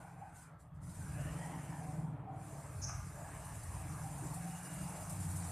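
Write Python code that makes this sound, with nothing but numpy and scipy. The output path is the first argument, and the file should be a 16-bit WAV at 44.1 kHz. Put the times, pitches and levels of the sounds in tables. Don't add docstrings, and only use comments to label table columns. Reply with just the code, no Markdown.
import sys
import numpy as np
from scipy import signal
from scipy.fft import rfft, irfft
from scipy.io import wavfile
from scipy.ndimage import map_coordinates

SR = 44100
rng = np.random.default_rng(int(sys.argv[2]) if len(sys.argv) > 2 else 0)


def to_wav(sig):
    pcm = np.clip(np.atleast_2d(sig), -1, 1) * 32767
    pcm = np.round(pcm).astype(np.int16)
    wavfile.write(sys.argv[1], SR, pcm.T)


N = 242991
T = np.arange(N) / SR
FREQS = np.arange(N // 2 + 1) * SR / N

# t/s, level/dB
RUMBLE_LEVEL = [(0.0, -62.0), (0.2, -60.5), (0.6, -62), (0.8, -54.5), (1.3, -46), (1.45, -56), (2.05, -55),
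                (2.2, -60.1), (2.7, -57), (2.8, -44.5), (3.3, -52), (3.8, -47.4), (4.65, -58.5), (5.0, -52)]
# f/Hz, relative density/dB
RUMBLE_SPECTRUM = [(20, -22), (30, -17), (40, -5.5), (50, -8), (61, 5), (72, -0.5), (88, 5), (112, 1.5),
                   (135, -10), (180, -20)]
# t/s, level/dB
DRONE_LEVEL = [(0.0, -55.5), (0.65, -59.5), (0.85, -47), (1.2, -44.5), (1.55, -49), (2.05, -43),
               (2.4, -50.5), (3.05, -49.5), (3.65, -52.5), (3.8, -45.5), (4.45, -44.5), (4.65, -52.5),
               (4.85, -43.5), (5.0, -52.5), (5.2, -42.5), (5.5, -48)]
# f/Hz, relative density/dB
DRONE_SPECTRUM = [(90, -19.5), (120, -4), (150, 0), (178, -1), (205, -14.5), (240, -28.5), (320, -27),
                  (380, -36)]
# t/s, cycle rate/Hz, level re drone/dB
ENGINE_TRACK = [(0, 22, -2), (1, 18, -4), (1.4, 21, 1), (1.8, 20.4, 1), (2.5, 17.55, -1), (3.6, 17.2, -6),
                (4.05, 19.4, -2), (4.85, 23.1, -2), (5.51, 21, -3)]
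# multiple of cycle rate, relative level/dB
ORDER_LEVELS = [(3, -19.5), (6, -6), (7, -3), (8, 0.5), (9, -26), (14, -25.5)]
# t/s, level before tilt/dB
TYRE_LEVEL = [(0, -61.5), (.7, -69), (1.4, -50), (1.8, -53.5), (2.4, -57), (2.5, -56.5), (3.1, -59),
              (3.3, -53.5), (3.65, -55.5), (4.25, -53.5), (4.5, -58.5), (5.05, -53), (5.25, -58.5),
              (5.51, -53.5)]
# f/Hz, relative density/dB
TYRE_SPECTRUM = [(200, -6), (300, 1.5), (350, -5), (380, -18), (420, -2), (480, -3), (520, -8), (590, 2.5),
                 (850, 2), (1150, -6), (1500, -13.5), (2300, -18.5), (3300, -28.5), (4500, -40)]
# t/s, upper band lift re lower/dB
TYRE_TILT = [(0, 0), (1.3, -1), (2.6, -3), (4, 3.5), (5.51, 1)]
# t/s, centre f/Hz, level/dB
WHOOSH_TRACK = [(0, 1434, -61.5), (.22, 1590, -66.5), (.42, 1505, -63.5), (.7, 1131, -72),
                (1.2, 1722, -57.5), (1.42, 1931, -58.5), (1.72, 1822, -62), (2.25, 1230, -73.5),
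                (2.48, 1599, -63.5), (3.15, 1605, -63.5), (3.45, 1715, -60), (4.25, 1600, -64.5),
                (4.6, 1662, -59), (5.51, 1534, -60)]
# f/Hz, relative density/dB
WHOOSH_SPECTRUM = [(700, -16), (1100, 2), (1600, -0.5), (2100, -5.5), (2550, -6.5), (3200, -23),
                   (4500, -21.5)]
# start/s, end/s, rise/s, fade/s, start level/dB, growth/(dB/s)
HISS_BURSTS = [(-.02, 0.078, 0.022, 0.42, -69.5, -4), (0.133, 0.298, .03, .2, -75.5, 2),
               (0.361, 0.429, 0.085, .14, -62, 5), (0.6, 0.622, 0.037, 0.13, -72, 0),
               (0.752, 0.774, 0.038, 0.088, -78.5, 0), (0.832, 0.878, 0.046, .1, -65, 0),
               (0.898, 1.424, 0.072, 0.84, -60, 2.5), (1.488, 1.972, .2, 0.31, -60, -7),
               (2.432, 5.6, 0.19, .2, -62.5, 3)]
# f/Hz, relative density/dB
HISS_SPECTRUM = [(1500, -8.5), (3300, -13.5), (4400, -11.5), (5050, -7.5), (5550, -8.5), (6800, -3),
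                 (8700, 1.5), (9800, -0.5), (11000, -6), (12500, -16), (14300, -20)]
# t/s, level re body/dB
FINE_LEVEL = [(0, -4), (1.5, -7), (3.5, -4.5), (4.9, -3.5), (5.51, -5)]
# t/s, envelope gain/dB
HISS_SPURTS = [(3.446, -44), (3.631, -43.5), (3.69, -57), (4.178, -46), (4.336, -40.5), (4.731, -42),
               (4.881, -47), (5.095, -37), (5.2, -41.5), (5.244, -51), (5.301, -44), (5.359, -40.5)]
# f/Hz, relative density/dB
AIR_SPECTRUM = [(1000, 0), (3500, -12), (9000, -8), (14000, -3)]
# t/s, length/s, f/Hz, glide/(Hz/s), level/dB
HORN_TOOTS = [(0.044, 0.02, 788, 0, -46.5), (0.159, 0.035, 761, 299, -54.5), (0.212, 0.031, 780, -900, -45),
              (1.806, 0.066, 742, 300, -48.5), (2.265, 0.053, 779, -600, -47.5),
              (2.325, 0.0476, 715, -1300, -52.5), (2.387, 0.02, 760, -0.5, -46),
              (4.037, 0.055, 787, 0, -49), (4.364, 0.029, 761, 0.5, -49.5), (4.451, .045, 755, 0, -48)]
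# t/s, centre f/Hz, trill depth/Hz, level/dB
CHIRP_TRACK = [(2.813, 6000, 704, -74), (2.819, 6100, 802, -52), (2.826, 5950, 1052, -47.5),
               (2.833, 5850, 1130, -47), (2.842, 5570, 605, -41.5), (2.851, 6110, 390, -44.5),
               (2.857, 6000, 250, -60), (2.868, 5945, 200, -59)]
# t/s, f/Hz, level/dB
CAW_TRACK = [(2.865, 397, -84), (2.882, 435.6, -55.5), (2.897, 422.7, -44.5), (2.915, 402.4, -58.5),
             (2.945, 401, -56), (2.98, 380, -83)]
# f/Hz, relative gain/dB
THROAT_RESPONSE = [(400, -37), (750, 1), (1000, -5), (1250, 6), (1550, -1), (1850, -13), (2200, -9),
                   (3000, -24)]
# t/s, firing rate/Hz, level/dB
LORRY_TRACK = [(4.7, 95.6, -78), (5.2, 94.43, -44), (5.4, 93.76, -44), (5.51, 91.9, -50)]


def undb(db):
    return 10 ** (np.asarray(db) / 20)


def unit(x):
    return x / np.sqrt(np.mean(x ** 2))


def curves(rows):
    times_s, *columns = np.transpose(rows)
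    return [np.interp(T, times_s, column) for column in columns]


def colour(x, points):
    hz, db = np.transpose(points)
    octave, knots = np.log2(FREQS + 1), np.log2(hz)
    beyond = np.abs(octave - np.clip(octave, knots[0], knots[-1]))
    return unit(irfft(rfft(x) * undb(np.interp(octave, knots, db) - 20 * beyond), N))


def noise():
    return rng.standard_normal(N)


def walk(rate_hz):
    return unit(irfft(rfft(noise()) / (1 + (FREQS / rate_hz) ** 4), N))


def phase(hz):
    return 2 * np.pi * np.cumsum(hz) / SR


def noise_band(hz, width_hz):
    turn = phase(hz)
    return walk(width_hz) * np.cos(turn) + walk(width_hz) * np.sin(turn)


def flutter(x, patch_hz, rate_hz, depth_db):
    hz, times_s, spectrum = signal.stft(x, SR, nperseg=512)
    grid = np.meshgrid(hz / patch_hz, times_s * rate_hz, indexing="ij")
    field = map_coordinates(rng.standard_normal((200, 400)), grid, order=1, mode="wrap")
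    return unit(signal.istft(spectrum * undb(depth_db * field), SR)[1][:N])


def swell(start_s, end_s, rise_s, fade_s, range_db=31.5):
    early = np.maximum(start_s - T, 0) / rise_s
    late = np.maximum(T - end_s, 0) / fade_s
    return undb(-range_db * (early + late))


def echoes(x, t60_s, wet_db, build_s):
    t = T[:SR]
    tail = noise()[:SR] * undb(-60 * t / t60_s) * (1 - np.exp(-(t / build_s) ** 2))
    return x + undb(wet_db) * signal.fftconvolve(x, tail / np.linalg.norm(tail))[:N]


def widen(mid, side):
    side = signal.sosfilt(signal.butter(10, 6100, "high", fs=SR, output="sos"), side)
    return mid + .6 * side * np.array([[1], [-1]])


def rumble():
    db, = curves(RUMBLE_LEVEL)
    return undb(db) * colour(noise(), RUMBLE_SPECTRUM)


def engine():
    hz, db = curves(ENGINE_TRACK)
    turn = phase(hz * (1 + 0.00762 * walk(10.9)))
    orders = sum(undb(order_db + 1.7 * walk(5)) * np.sin(order * turn + .15 * walk(8.2))
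                 for order, order_db in ORDER_LEVELS)
    exhaust = colour(noise(), [(200, -4.5), (240, 1), (305, 7.5), (345, -4.5), (378, -18)])
    puffs = (1 + 0.29 * np.cos(turn)) * exhaust
    return undb(db) * (unit(orders) + undb(-14.5) * puffs)


def drone():
    db, = curves(DRONE_LEVEL)
    return undb(db) * (engine() + undb(-4.5) * colour(noise(), DRONE_SPECTRUM))


def tyre_roar(split_hz=730):
    db, = curves(TYRE_LEVEL)
    tilt_db, = curves(TYRE_TILT)
    wash = flutter(colour(noise(), TYRE_SPECTRUM), patch_hz=148.6, rate_hz=15, depth_db=4)
    low = signal.sosfiltfilt(signal.butter(3, split_hz, fs=SR, output="sos"), wash)
    return undb(db) * (undb(-tilt_db / 2) * low + undb(tilt_db / 2) * (wash - low))


def whoosh(reference_hz=1590):
    hz, db = curves(WHOOSH_TRACK)
    upper_db = -16.5 + 19 * np.log2(hz / reference_hz)
    hollow = noise_band(hz, width_hz=100) + undb(upper_db) * noise_band(1.62 * hz, width_hz=120)
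    hollow *= undb(2 * walk(24))
    hollow_gain = undb(-1 - 1.96 * T)
    position = np.cumsum(hz / reference_hz)
    wash = map_coordinates(colour(noise(), WHOOSH_SPECTRUM), [position], mode="mirror")
    blend = (wash + hollow_gain * hollow) / np.hypot(1, hollow_gain)
    return undb(db) * flutter(blend, patch_hz=210, rate_hz=14, depth_db=3.5)


def grains(rate_hz, spread_db):
    size = undb(spread_db * np.minimum(rng.exponential(size=N), 5))
    return unit((rng.random(N) < rate_hz / SR) * size * noise())


def spurt_envelope(attack_s=0.0095, decay_s=0.0059, tail_s=0.053):
    envelope = np.zeros(N)
    for start_s, db in HISS_SPURTS:
        age_s = np.maximum(T - start_s, 0)
        fall = np.exp(-age_s / decay_s) + undb(-13) * np.exp(-age_s / tail_s)
        envelope += undb(db) * (1 - np.exp(-age_s / attack_s)) * fall
    return envelope


def hiss():
    bursts = []
    for start_s, end_s, rise_s, fade_s, db, growth_db_per_s in HISS_BURSTS:
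        held_s = np.clip(T, start_s, end_s) - start_s
        bursts.append(undb(db + growth_db_per_s * held_s) * swell(start_s, end_s, rise_s, fade_s))
    flow = np.max(bursts, axis=0) * undb(0.77 * walk(25))
    fine_db, = curves(FINE_LEVEL)
    spurts = spurt_envelope()
    mid_side = []
    for _ in range(2):
        body = colour(grains(rate_hz=22000, spread_db=0.39), HISS_SPECTRUM)
        crackle = grains(rate_hz=14000, spread_db=1.3)
        fine = colour(crackle, [(3000, -10), (5000, -6), (9000, 8.5), (14000, -2.5)])
        spray = colour(noise(), [(3500, -19), (6500, -9), (9200, 6), (11000, -6), (14000, -12)])
        clusters = flutter(body + undb(fine_db) * fine, patch_hz=486, rate_hz=38, depth_db=3)
        mid_side.append(flow * clusters + spurts * spray)
    return widen(*mid_side)


def air():
    return undb(-89) * widen(colour(noise(), AIR_SPECTRUM), colour(noise(), AIR_SPECTRUM))


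def horns(attack_s=0.007, release_s=0.014):
    toots = np.zeros(N)
    for start_s, length_s, hz, glide_hz_per_s, db in HORN_TOOTS:
        age_s = T - start_s
        gate = np.clip(age_s / attack_s, 0, 1) * np.clip((length_s - age_s) / release_s, 0, 1)
        turn = phase(hz + glide_hz_per_s * age_s + 22 * walk(94))
        rasp = undb(-19) * noise_band(np.full(N, hz), width_hz=190)
        toots += undb(db) * gate * (np.sin(turn) + undb(-28.5) * np.sin(2 * turn) + rasp)
    return echoes(toots, t60_s=0.39, wet_db=-0.5, build_s=0.009)


def chirp(trill_hz=161, wall_delay_s=0.045):
    hz, depth_hz, db = curves(CHIRP_TRACK)
    turn = phase(trill_hz * (1 + .05 * walk(80)))
    crest_s = CHIRP_TRACK[2][0]
    trill = np.cos(turn - np.interp(crest_s, T, turn))
    whistle = np.sqrt(2) * np.sin(phase(hz + depth_hz * trill + 130 * walk(780)))
    gate = (T > CHIRP_TRACK[0][0]) & (T < CHIRP_TRACK[-1][0])
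    call = undb(db + 2 * trill) * whistle * gate
    shaped = colour(call, [(4000, 7), (4800, -6), (5400, 1.5), (6200, 1), (7000, 0), (7800, -8)])
    call = np.std(call) * shaped
    call = call + undb(-7) * np.interp(T - wall_delay_s, T, call)
    mid, other = (echoes(call, t60_s=0.48, wet_db=-1.5, build_s=0.014) for _ in range(2))
    return widen(mid, undb(-17) * (other - call))


def crow():
    hz, db = curves(CAW_TRACK)
    cycles = np.floor(phase(hz * (1 + .06 * walk(150))) / (2 * np.pi))
    pulses = unit(np.diff(cycles, prepend=0)) * undb(2.7 * walk(120))
    gate = (T > CAW_TRACK[0][0]) & (T < CAW_TRACK[-1][0])
    voice = colour(pulses + 1.2 * noise(), THROAT_RESPONSE) * undb(db) * gate
    return echoes(voice, t60_s=0.93, wet_db=-1.5, build_s=0.017)


def thud(start_s=4.22, attack_s=.008, decay_s=0.04):
    age_s = np.maximum(T - start_s, 0)
    blow = (1 - np.exp(-age_s / attack_s)) * np.exp(-age_s / decay_s)
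    return undb(-46) * blow * colour(noise(), [(220, -13), (300, 6), (450, 0), (650, -26)])


def thin_horn(start_s=4.5, end_s=4.85, sag_hz_per_s=61):
    hz = 2854 - sag_hz_per_s * (T - start_s)
    return undb(-69.5) * swell(start_s, end_s, rise_s=.08, fade_s=0.69) * noise_band(hz, width_hz=38)


def lorry():
    hz, db = curves(LORRY_TRACK)
    gain = undb(db + 2 * walk(27))
    turn = phase(hz * (1 + 0.0343 * walk(14.6)))
    return gain * unit(np.sin(turn))


def scene():
    traffic = rumble() + drone() + lorry() + tyre_roar()
    centre = traffic + whoosh() + horns() + thin_horn() + thud() + crow()
    fade_in = np.minimum(T / .003, 1)
    return (centre + chirp() + hiss() + air()) * fade_in


def record(dry):
    return signal.sosfilt(signal.ellip(12, .2, 80, 14300, fs=SR, output="sos"), dry)


dry = scene()
out = record(dry)
to_wav(out)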